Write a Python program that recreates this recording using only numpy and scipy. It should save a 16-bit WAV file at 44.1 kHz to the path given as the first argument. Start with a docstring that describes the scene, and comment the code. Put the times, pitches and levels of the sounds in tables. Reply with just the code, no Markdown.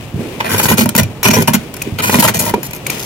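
"""Dull bumps on a hollow wall, then a metal blade scraping thick frost in a small freezer: three bouts.
The frost breaks in a stream of tiny fractures that ring the blade and shake the wall.
Chips snap off, the blade squeals on hard ice, lumps knock and clink, loosened frost patters down.
Underneath: shifting ice, a hand rubbing the wall, a low noise."""
import sys
import numpy as np
from scipy import signal
from scipy.fft import rfft, irfft
from scipy.io import wavfile

SR = 44100
rng = np.random.default_rng(int(sys.argv[2]) if len(sys.argv) > 2 else 0)


def dump(signal):
    """Clip the signal to [-1, 1] and save it as 16-bit WAV at the path in sys.argv[1]."""
    limited = np.clip(np.atleast_2d(signal).T, -1, 1)
    pcm = np.round(limited * 32767).astype(np.int16)
    wavfile.write(sys.argv[1], SR, pcm)


N = 134505
TIME = np.arange(N) / SR
RESPONSE_T, STROKE_T = np.arange(SR // 3) / SR, np.arange(SR // 2) / SR

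# light drags and hard bites of the blade: (time [s], length [s], hiss [dB], crunch [dB], rumble [dB])
BLADE_PUSHES = [(0.396, 0.015, -31.5, -13.5, -23), (0.44, 0.042, -26.5, -17.5, -24),
                (0.485, 0.26, -22.5, -23, -21.5), (0.51, 0.033, -21.5, -18.5, -19),
                (0.575, 0.03, -11.5, -13.5, -16), (0.627, 0.04, -12.5, -23, -15.5),
                (0.682, 0.036, -10.5, -11, -9.5), (0.77, 0.059, -11.5, -13.5, -13),
                (0.976, 0.015, -2.5, -3.5, -5.5), (1.24, 0.026, -12.5, -6.5, -9),
                (1.27, 0.015, -10.5, -18, -19), (1.299, 0.016, -14, -13, -10),
                (1.331, 0.01, -4, -4.5, -6.5), (1.35, 0.072, -20, -19, -12.5),
                (1.473, 0.011, -8.5, -8.5, -13.5), (1.532, 0.014, -4.5, -6, -14),
                (1.981, 0.02, -24, -15.5, -19.5), (2.018, 0.091, -17.5, -18, -21.5),
                (2.114, 0.064, -15, -17, -11.5), (2.192, 0.011, -4, -8, -10.5),
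                (2.218, 0.041, -11.5, -10.5, -14.5), (2.271, 0.025, -12, -12.5, -17),
                (2.337, 0.038, -15.5, -19.5, -18), (2.389, 0.014, -8, -16.5, -18),
                (2.407, .095, -18.5, -20.5, -21)]
# frost chips snapping off: (time [s], level [dB])
CHIP_SNAPS = [(0.7387, -13), (0.8566, -7.5), (0.8891, -5), (0.9497, -2), (0.9607, 0.5), (1.0311, -9.5),
              (1.2294, 1), (1.421, -4), (1.7383, -15), (1.7653, -17.5), (2.629, -13.5), (2.7076, -18),
              (2.7314, -15)]
# blade squeals: (time [s], length [s], level [dB])
BLADE_SQUEALS = [(1.231, 0.048, -19), (1.301, 0.011, -11.5), (1.333, 0.025, -15.5)]
# blade resonances, high, low and squealing: (frequency [Hz], width [Hz], level [dB], left - right [dB])
BLADE_HISS_MODES = [(4470, 190, -8.5, 22.4), (5750, 320, -5, 13), (6830, 780, 1.5, 1.4),
                    (9040, 400, -13.5, 30), (11220, 250, -8, 3), (11360, 1440, -0.5, 8.1),
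                    (12560, 1200, -7, 18), (15000, 1400, -19.5, 5.4)]
BLADE_CRUNCH_MODES = [(636, 80, -1, -10.5), (940, 150, 3, 4.5), (1431, 256, -1.5, 1), (1904, 290, -5, -1),
                      (2378, 64, 2, -5), (2910, 84, -6.5, 10.5)]
BLADE_SQUEAL_MODES = [(5740, 160, -4, 14.5), (2400, 140, -1.5, -4)]
# blade or hand hitting the wall: (time [s], level [dB], most driven pitch [Hz])
WALL_BUMPS = [(0.141, -3, 136), (0.193, -9.5, 292), (0.721, -5, 125), (0.788, 0, 197), (0.827, -5, 190),
              (0.86, -1.5, 218), (0.955, -1.5, 201), (1.015, -2.5, 114), (1.292, 2.5, 217), (1.388, 0, 183),
              (1.483, -0.5, 215), (1.543, 1, 222), (1.864, -9, 324), (1.921, -6.5, 120), (2.146, -2, 232),
              (2.188, 3, 238)]
# hollow wall: (frequency [Hz], level [dB], t60 [s])
HOLLOW_WALL_MODES = [(99.4, -3.5, 0.27), (122.4, -3.5, 0.2), (158.4, -2.5, 0.18), (201.4, 1, 0.13),
                     (229.8, 0, 0.14), (308, -7.5, 0.13), (396.4, -4.5, 0.11), (516, -1.5, 0.049)]
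# band the wall radiates: (low edge [Hz], high edge [Hz])
WALL_EDGES_HZ = [69, 710]
# hard ice cracking over a lump: (time [s], crunch [dB], knock [dB])
ICE_CRACKS = [(0.543, -6.5, -8.5), (0.597, -9, -10), (0.654, -7, -10), (0.713, -1, -4), (1.255, -2, -7.5),
              (1.282, -2, -14), (1.368, -15, -6.5), (1.384, -16, -7.5), (2.094, -4.5, -7), (2.141, -3, -5),
              (2.185, -2.5, -13.5), (2.5385, -11, 1)]
# big ice lump: (frequency [Hz], level [dB], t60 [s])
LUMP_MODES = [(209, -8, 0.085), (416, -1, 0.038), (537, -6, 0.028), (830, -2, 0.023), (990, -5, 0.063),
              (1560, -21, 0.022)]
# small loose lumps: (time [s], level [dB], pitch [Hz])
LUMP_CLINKS = [(1.8183, -15.5, 2490), (2.8654, -14.5, 2310), (2.8989, -13.5, 2400)]
# falling frost: (time [s], length [s], level [dB])
CRUMB_SHOWERS = [(2.628, 0.043, -25.5), (2.738, 0.033, -29), (2.899, 0.44, -26.5)]
# shifting ice: (time [s], level [dB])
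RUSTLE_CURVE = [(0, -35), (.14, -41), (.21, -33.5), (.37, -34.5), (1.2, -39.5), (1.62, -34), (1.71, -39.5),
                (1.85, -32), (1.96, -37.5), (2.84, -36.5), (2.915, -26.5), (3.05, -33.5)]
# its spectrum: (frequency [Hz], density [dB])
RUSTLE_SPECTRUM = [(600, -4), (1500, -11.5), (2500, -3.5), (4200, -14), (7000, -17.5), (15500, -21)]
# hand on the wall: (time [s], level [dB])
RUB_CURVE = [(.15, -36), (.205, -23), (.34, -30.5), (2.5, -43), (2.56, -17.5), (2.68, -48), (2.9, -30),
             (3.05, -40)]
# low background noise: (frequency [Hz], density [dB])
FLOOR_SPECTRUM = [(25, -24), (123, -3.5), (876, -22.5), (2000, -36), (2600, -70)]

FRACTURES_PER_S, CRUNCHES_PER_S, SIZE_SPREAD_DB = 9000, 1800, 5
SLIP_RATE_HZ, SLIP_DEPTH_DB = 94, 3.5
PUSH_ATTACK_S, PUSH_RELEASE_S, PUSH_SAG_DB = 0.0072, 0.0087, 2.5
HISS_DIRECT_DB, CRUNCH_DIRECT_DB = -4, -16   # fracture noise beside the ringing
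MODE_SCATTER_DB, DETUNE_OCT = 1.4, 0.047   # the contact point moves
SNAP_RISE_S = 0.0018
CHIP_HISS_DB, CHIP_CRUNCH_DB, CHIP_DECAY_S = -3.5, -6.5, 0.0034
BUMP_GAIN_DB, BUMP_FOCUS_OCT, BUMP_CONTACT_S = -2.5, 0.48, 0.0034
CRACK_HISS_DB, CRACK_DECAY_S = -8.5, 0.0039   # hiss relative to crunch
CLINK_RING_DB, CLINK_T60_S = 5.5, 0.023
CLINK_HISS_DB, CLINK_CRUNCH_DB, CLINK_DECAY_S = 4, -6, 0.0033
CRUMBS_PER_S, CRUMB_CRUNCH_DB = 770, -8
RUSTLE_PAN_DB, RUSTLE_FLICKER_DB, RUSTLE_FLICKER_HZ = 7.5, 0.5, 23
RUB_HZ, RUB_WIDTH_HZ = 327, 163
FLOOR_DB = -29.5
REFLECTION_T60_S, TAIL_T60_S, TAIL_DB, TAIL_CUTOFF_HZ = 0.03, 0.18, -9, 6500
WALL_ECHO_S, WALL_SIDE_DB, WALL_PAN_DB = 0.00744, -13.5, -2.5
CUTOFF_HZ = 15750


def scraping():
    """Each push breaks frost in stick-slip spurts and shakes the wall."""
    out, shaking = np.zeros((2, N)), np.zeros(N)
    slips = flicker(SLIP_DEPTH_DB, SLIP_RATE_HZ)
    for at_s, length_s, hiss_db, crunch_db, rumble_db in BLADE_PUSHES:
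        force = push(length_s) * np.resize(slips[int(at_s * SR):], len(STROKE_T))
        add(out, at_s, breaking(force, hiss_db, crunch_db))
        rumble = through(force * fractures(len(force)), unit_energy(struck(HOLLOW_WALL_MODES)))[0]
        add(shaking, at_s, from_db(rumble_db) * rumble)
    return out + wall_stereo(butter(shaking, WALL_EDGES_HZ, "band"))


def push(length_s):
    """Force envelope: bites, sags as the frost gives way, dies out."""
    attack = np.minimum(STROKE_T / PUSH_ATTACK_S, 1)
    sag = from_db(PUSH_SAG_DB * (.5 - np.minimum(STROKE_T / length_s, 1)))
    return attack * sag * np.exp(-np.maximum(STROKE_T - length_s, 0) / PUSH_RELEASE_S)


def snap(decay_s):
    """Envelope of a sudden break."""
    rise = np.minimum(STROKE_T / SNAP_RISE_S, 1)
    return rise * np.exp(-np.maximum(STROKE_T - SNAP_RISE_S, 0) / decay_s)


def fractures(samples, per_s=FRACTURES_PER_S):
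    """Stream of tiny breaks of uneven size; rms 1."""
    sizes = from_db(SIZE_SPREAD_DB * np.minimum(rng.exponential(1, samples), 3))
    signs = rng.choice([-1, 1], samples)
    return rms_one(sizes * signs * (rng.random(samples) < per_s / SR))


def breaking(envelope, hiss_db, crunch_db, fine_per_s=FRACTURES_PER_S):
    """Fine fractures ring the blade's high modes, coarse ones its low modes."""
    fine = envelope * fractures(len(envelope), fine_per_s)
    coarse = envelope * fractures(len(envelope), CRUNCHES_PER_S)
    hiss = through(fine, blade(BLADE_HISS_MODES, HISS_DIRECT_DB, edges_hz=3500, kind="high"))
    crunch = through(coarse, blade(BLADE_CRUNCH_MODES, CRUNCH_DIRECT_DB, [400, 4000], "band"))
    return from_db(hiss_db) * hiss + from_db(crunch_db) * crunch


def blade(modes, direct_db, edges_hz, kind):
    """Blade response to a fracture at one spot in the compartment."""
    reflections = compartment()
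    ringing = 0
    for hz, width_hz, db, side_db in modes:
        gain = from_db(db + MODE_SCATTER_DB * rng.standard_normal())
        ringing += gain * pan(side_db) * resonance(reflections, hz, width_hz)
    return unit_energy(butter(ringing + from_db(direct_db) * compartment(), edges_hz, kind))


def chips():
    """Frost chips snap off, each a short burst of fractures."""
    out = np.zeros((2, N))
    for at_s, db in CHIP_SNAPS:
        add(out, at_s, breaking(snap(CHIP_DECAY_S), db + CHIP_HISS_DB, db + CHIP_CRUNCH_DB))
    return out


def squeals():
    """Hard ice drives two narrow blade resonances."""
    out = np.zeros((2, N))
    for at_s, length_s, db in BLADE_SQUEALS:
        force = push(length_s)
        for hz, width_hz, mode_db, side_db in BLADE_SQUEAL_MODES:
            ringing = rms_one(resonance(fractures(len(force)), hz, width_hz))
            add(out, at_s, from_db(db + mode_db) * pan(side_db) * force * ringing)
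    return out


def bumps():
    """Each bump rings the wall modes, chiefly those near its own pitch."""
    out = np.zeros(N)
    cushion = np.minimum(RESPONSE_T / BUMP_CONTACT_S, 1)   # frost softens the blow
    for at_s, bump_db, centre_hz in WALL_BUMPS:
        thud = cushion * sum(
            from_db(db) * mode(hz, t60_s) / (1 + (np.log2(hz / centre_hz) / BUMP_FOCUS_OCT) ** 4)
            for hz, db, t60_s in HOLLOW_WALL_MODES)
        add(out, at_s, from_db(BUMP_GAIN_DB + bump_db) * thud / np.abs(thud).max())
    return wall_stereo(butter(out, WALL_EDGES_HZ, "band"))


def lumps():
    """Small lumps clink with a short ring; big ones crack under the blade with a hollow knock."""
    out, knocks = np.zeros((2, N)), np.zeros(N)
    for at_s, db, hz in LUMP_CLINKS:
        add(out, at_s, from_db(db + CLINK_RING_DB) * mode(hz, CLINK_T60_S))
        add(out, at_s, breaking(snap(CLINK_DECAY_S), db + CLINK_HISS_DB, db + CLINK_CRUNCH_DB))
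    for at_s, crunch_db, knock_db in ICE_CRACKS:
        add(out, at_s, breaking(snap(CRACK_DECAY_S), crunch_db + CRACK_HISS_DB, crunch_db))
        add(knocks, at_s, from_db(knock_db) * struck(LUMP_MODES))
    return out + wall_stereo(knocks)


def crumbs():
    """Loosened frost falls in short showers of grains."""
    out = np.zeros((2, N))
    for at_s, length_s, db in CRUMB_SHOWERS:
        add(out, at_s, breaking(push(length_s), db, db + CRUMB_CRUNCH_DB, fine_per_s=CRUMBS_PER_S))
    return out


def rustle():
    """Shifting ice: faint fractures, separate at each ear."""
    grains = coloured(np.array([fractures(N), fractures(N)]), RUSTLE_SPECTRUM)
    return pan(RUSTLE_PAN_DB) * level(RUSTLE_CURVE) * grains * flicker(RUSTLE_FLICKER_DB, RUSTLE_FLICKER_HZ)


def hand_rub():
    """A hand rubs the wall: a low band of friction noise."""
    friction = resonance(rng.standard_normal(N), RUB_HZ, RUB_WIDTH_HZ)
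    return wall_stereo(level(RUB_CURVE) * rms_one(resonance(friction, RUB_HZ, 2 * RUB_WIDTH_HZ)))


def noise_floor():
    """Steady low noise."""
    return wall_stereo(from_db(FLOOR_DB) * coloured(rng.standard_normal(N), FLOOR_SPECTRUM))


def compartment():
    """Dense close reflections and a faint tail, dull because frost absorbs treble; stereo."""
    close, tail = rng.standard_normal((2, 2, len(RESPONSE_T)))
    phase = np.angle(rfft(close * fade(REFLECTION_T60_S / 2)))
    whitened = irfft(np.exp(1j * phase), len(RESPONSE_T))
    dull_tail = butter(unit_energy(tail * fade(TAIL_T60_S)), TAIL_CUTOFF_HZ, "low")
    return unit_energy(whitened * fade(REFLECTION_T60_S)) + from_db(TAIL_DB) * dull_tail


def wall_stereo(x):
    """Lows reach both ears nearly alike; one reflection widens them."""
    reflection = np.interp(TIME - WALL_ECHO_S, TIME, x, left=0)
    return pan(WALL_PAN_DB) * (x + from_db(WALL_SIDE_DB) * reflection * np.array([[1], [-1]]))


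def struck(modes):
    """Body struck at a random spot, each mode slightly detuned."""
    return sum((-1) ** k * from_db(db) * mode(hz * 2 ** (DETUNE_OCT * rng.uniform(-1, 1)), t60_s)
               for k, (hz, db, t60_s) in enumerate(modes))


def mode(hz, t60_s):
    """Struck mode, peak 1."""
    return np.cos(2 * np.pi * hz * RESPONSE_T) * fade(t60_s)


def fade(t60_s):
    """Exponential decay."""
    return from_db(-60 * RESPONSE_T / t60_s)


def flicker(depth_db, rate_hz):
    """Bounded random gain; rms 1."""
    wander = rms_one(butter(rng.standard_normal(N), rate_hz, "low"))
    return rms_one(from_db(depth_db * np.clip(wander, -2, 1)))


def coloured(x, spectrum):
    """Shape noise to a spectrum, 12 dB/octave skirts; rms 1."""
    hz, db = np.transpose(spectrum)
    bins_hz = np.maximum(np.fft.rfftfreq(N, 1 / SR), 1)
    gain = from_db(np.interp(np.log(bins_hz), np.log(hz), db))
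    skirts = np.minimum(bins_hz / hz[0], 1) ** 2 * np.minimum(hz[-1] / bins_hz, 1) ** 2
    return rms_one(irfft(rfft(x) * gain * skirts, N))


def resonance(x, hz, width_hz):
    """Two-pole resonance, peak gain 1."""
    radius = np.exp(-np.pi * width_hz / SR)
    feedback = [1, -2 * radius * np.cos(2 * np.pi * hz / SR), radius ** 2]
    return signal.lfilter(np.array([1, 0, -1]) * (1 - radius ** 2) / 2, feedback, x + 1e-18)


def butter(x, hz, kind):
    """Second-order Butterworth."""
    return signal.sosfilt(signal.butter(2, hz, kind, fs=SR, output="sos"), x)


def through(x, response):
    """Convolve with a response."""
    return signal.fftconvolve(np.atleast_2d(x), np.atleast_2d(response), axes=1)[:, :N]


def add(out, at_s, sound):
    """Mix in at a time."""
    start = int(at_s * SR)
    out[..., start:start + sound.shape[-1]] += sound[..., :N - start]


def level(curve):
    """Gain from a dB curve; silent outside it."""
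    times_s, db = np.transpose(curve)
    return from_db(np.interp(TIME, times_s, db, left=-200, right=-200))


def pan(db):
    """Stereo gains for a left - right difference."""
    return from_db(np.array([[db], [-db]]) / 2)


def unit_energy(response):
    """Scale to unity gain for white noise."""
    return rms_one(response) / np.sqrt(response.shape[-1])


def rms_one(x):
    """Scale to rms 1."""
    return x / np.sqrt(np.mean(x ** 2) + 1e-20)


def from_db(db):
    """Decibels to gain."""
    return 10 ** (np.asarray(db) / 20)


def scene():
    """Everything inside the freezer."""
    return scraping() + chips() + squeals() + bumps() + lumps() + crumbs() + rustle() + hand_rub() + noise_floor()


def record(dry):
    """Soft overload on peaks, then a steep low-pass."""
    rounded = dry / (1 + dry ** 6) ** (1 / 6)
    return signal.sosfilt(signal.ellip(10, .1, 70, CUTOFF_HZ, fs=SR, output="sos"), rounded)


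dry = scene()
out = record(dry)
dump(out)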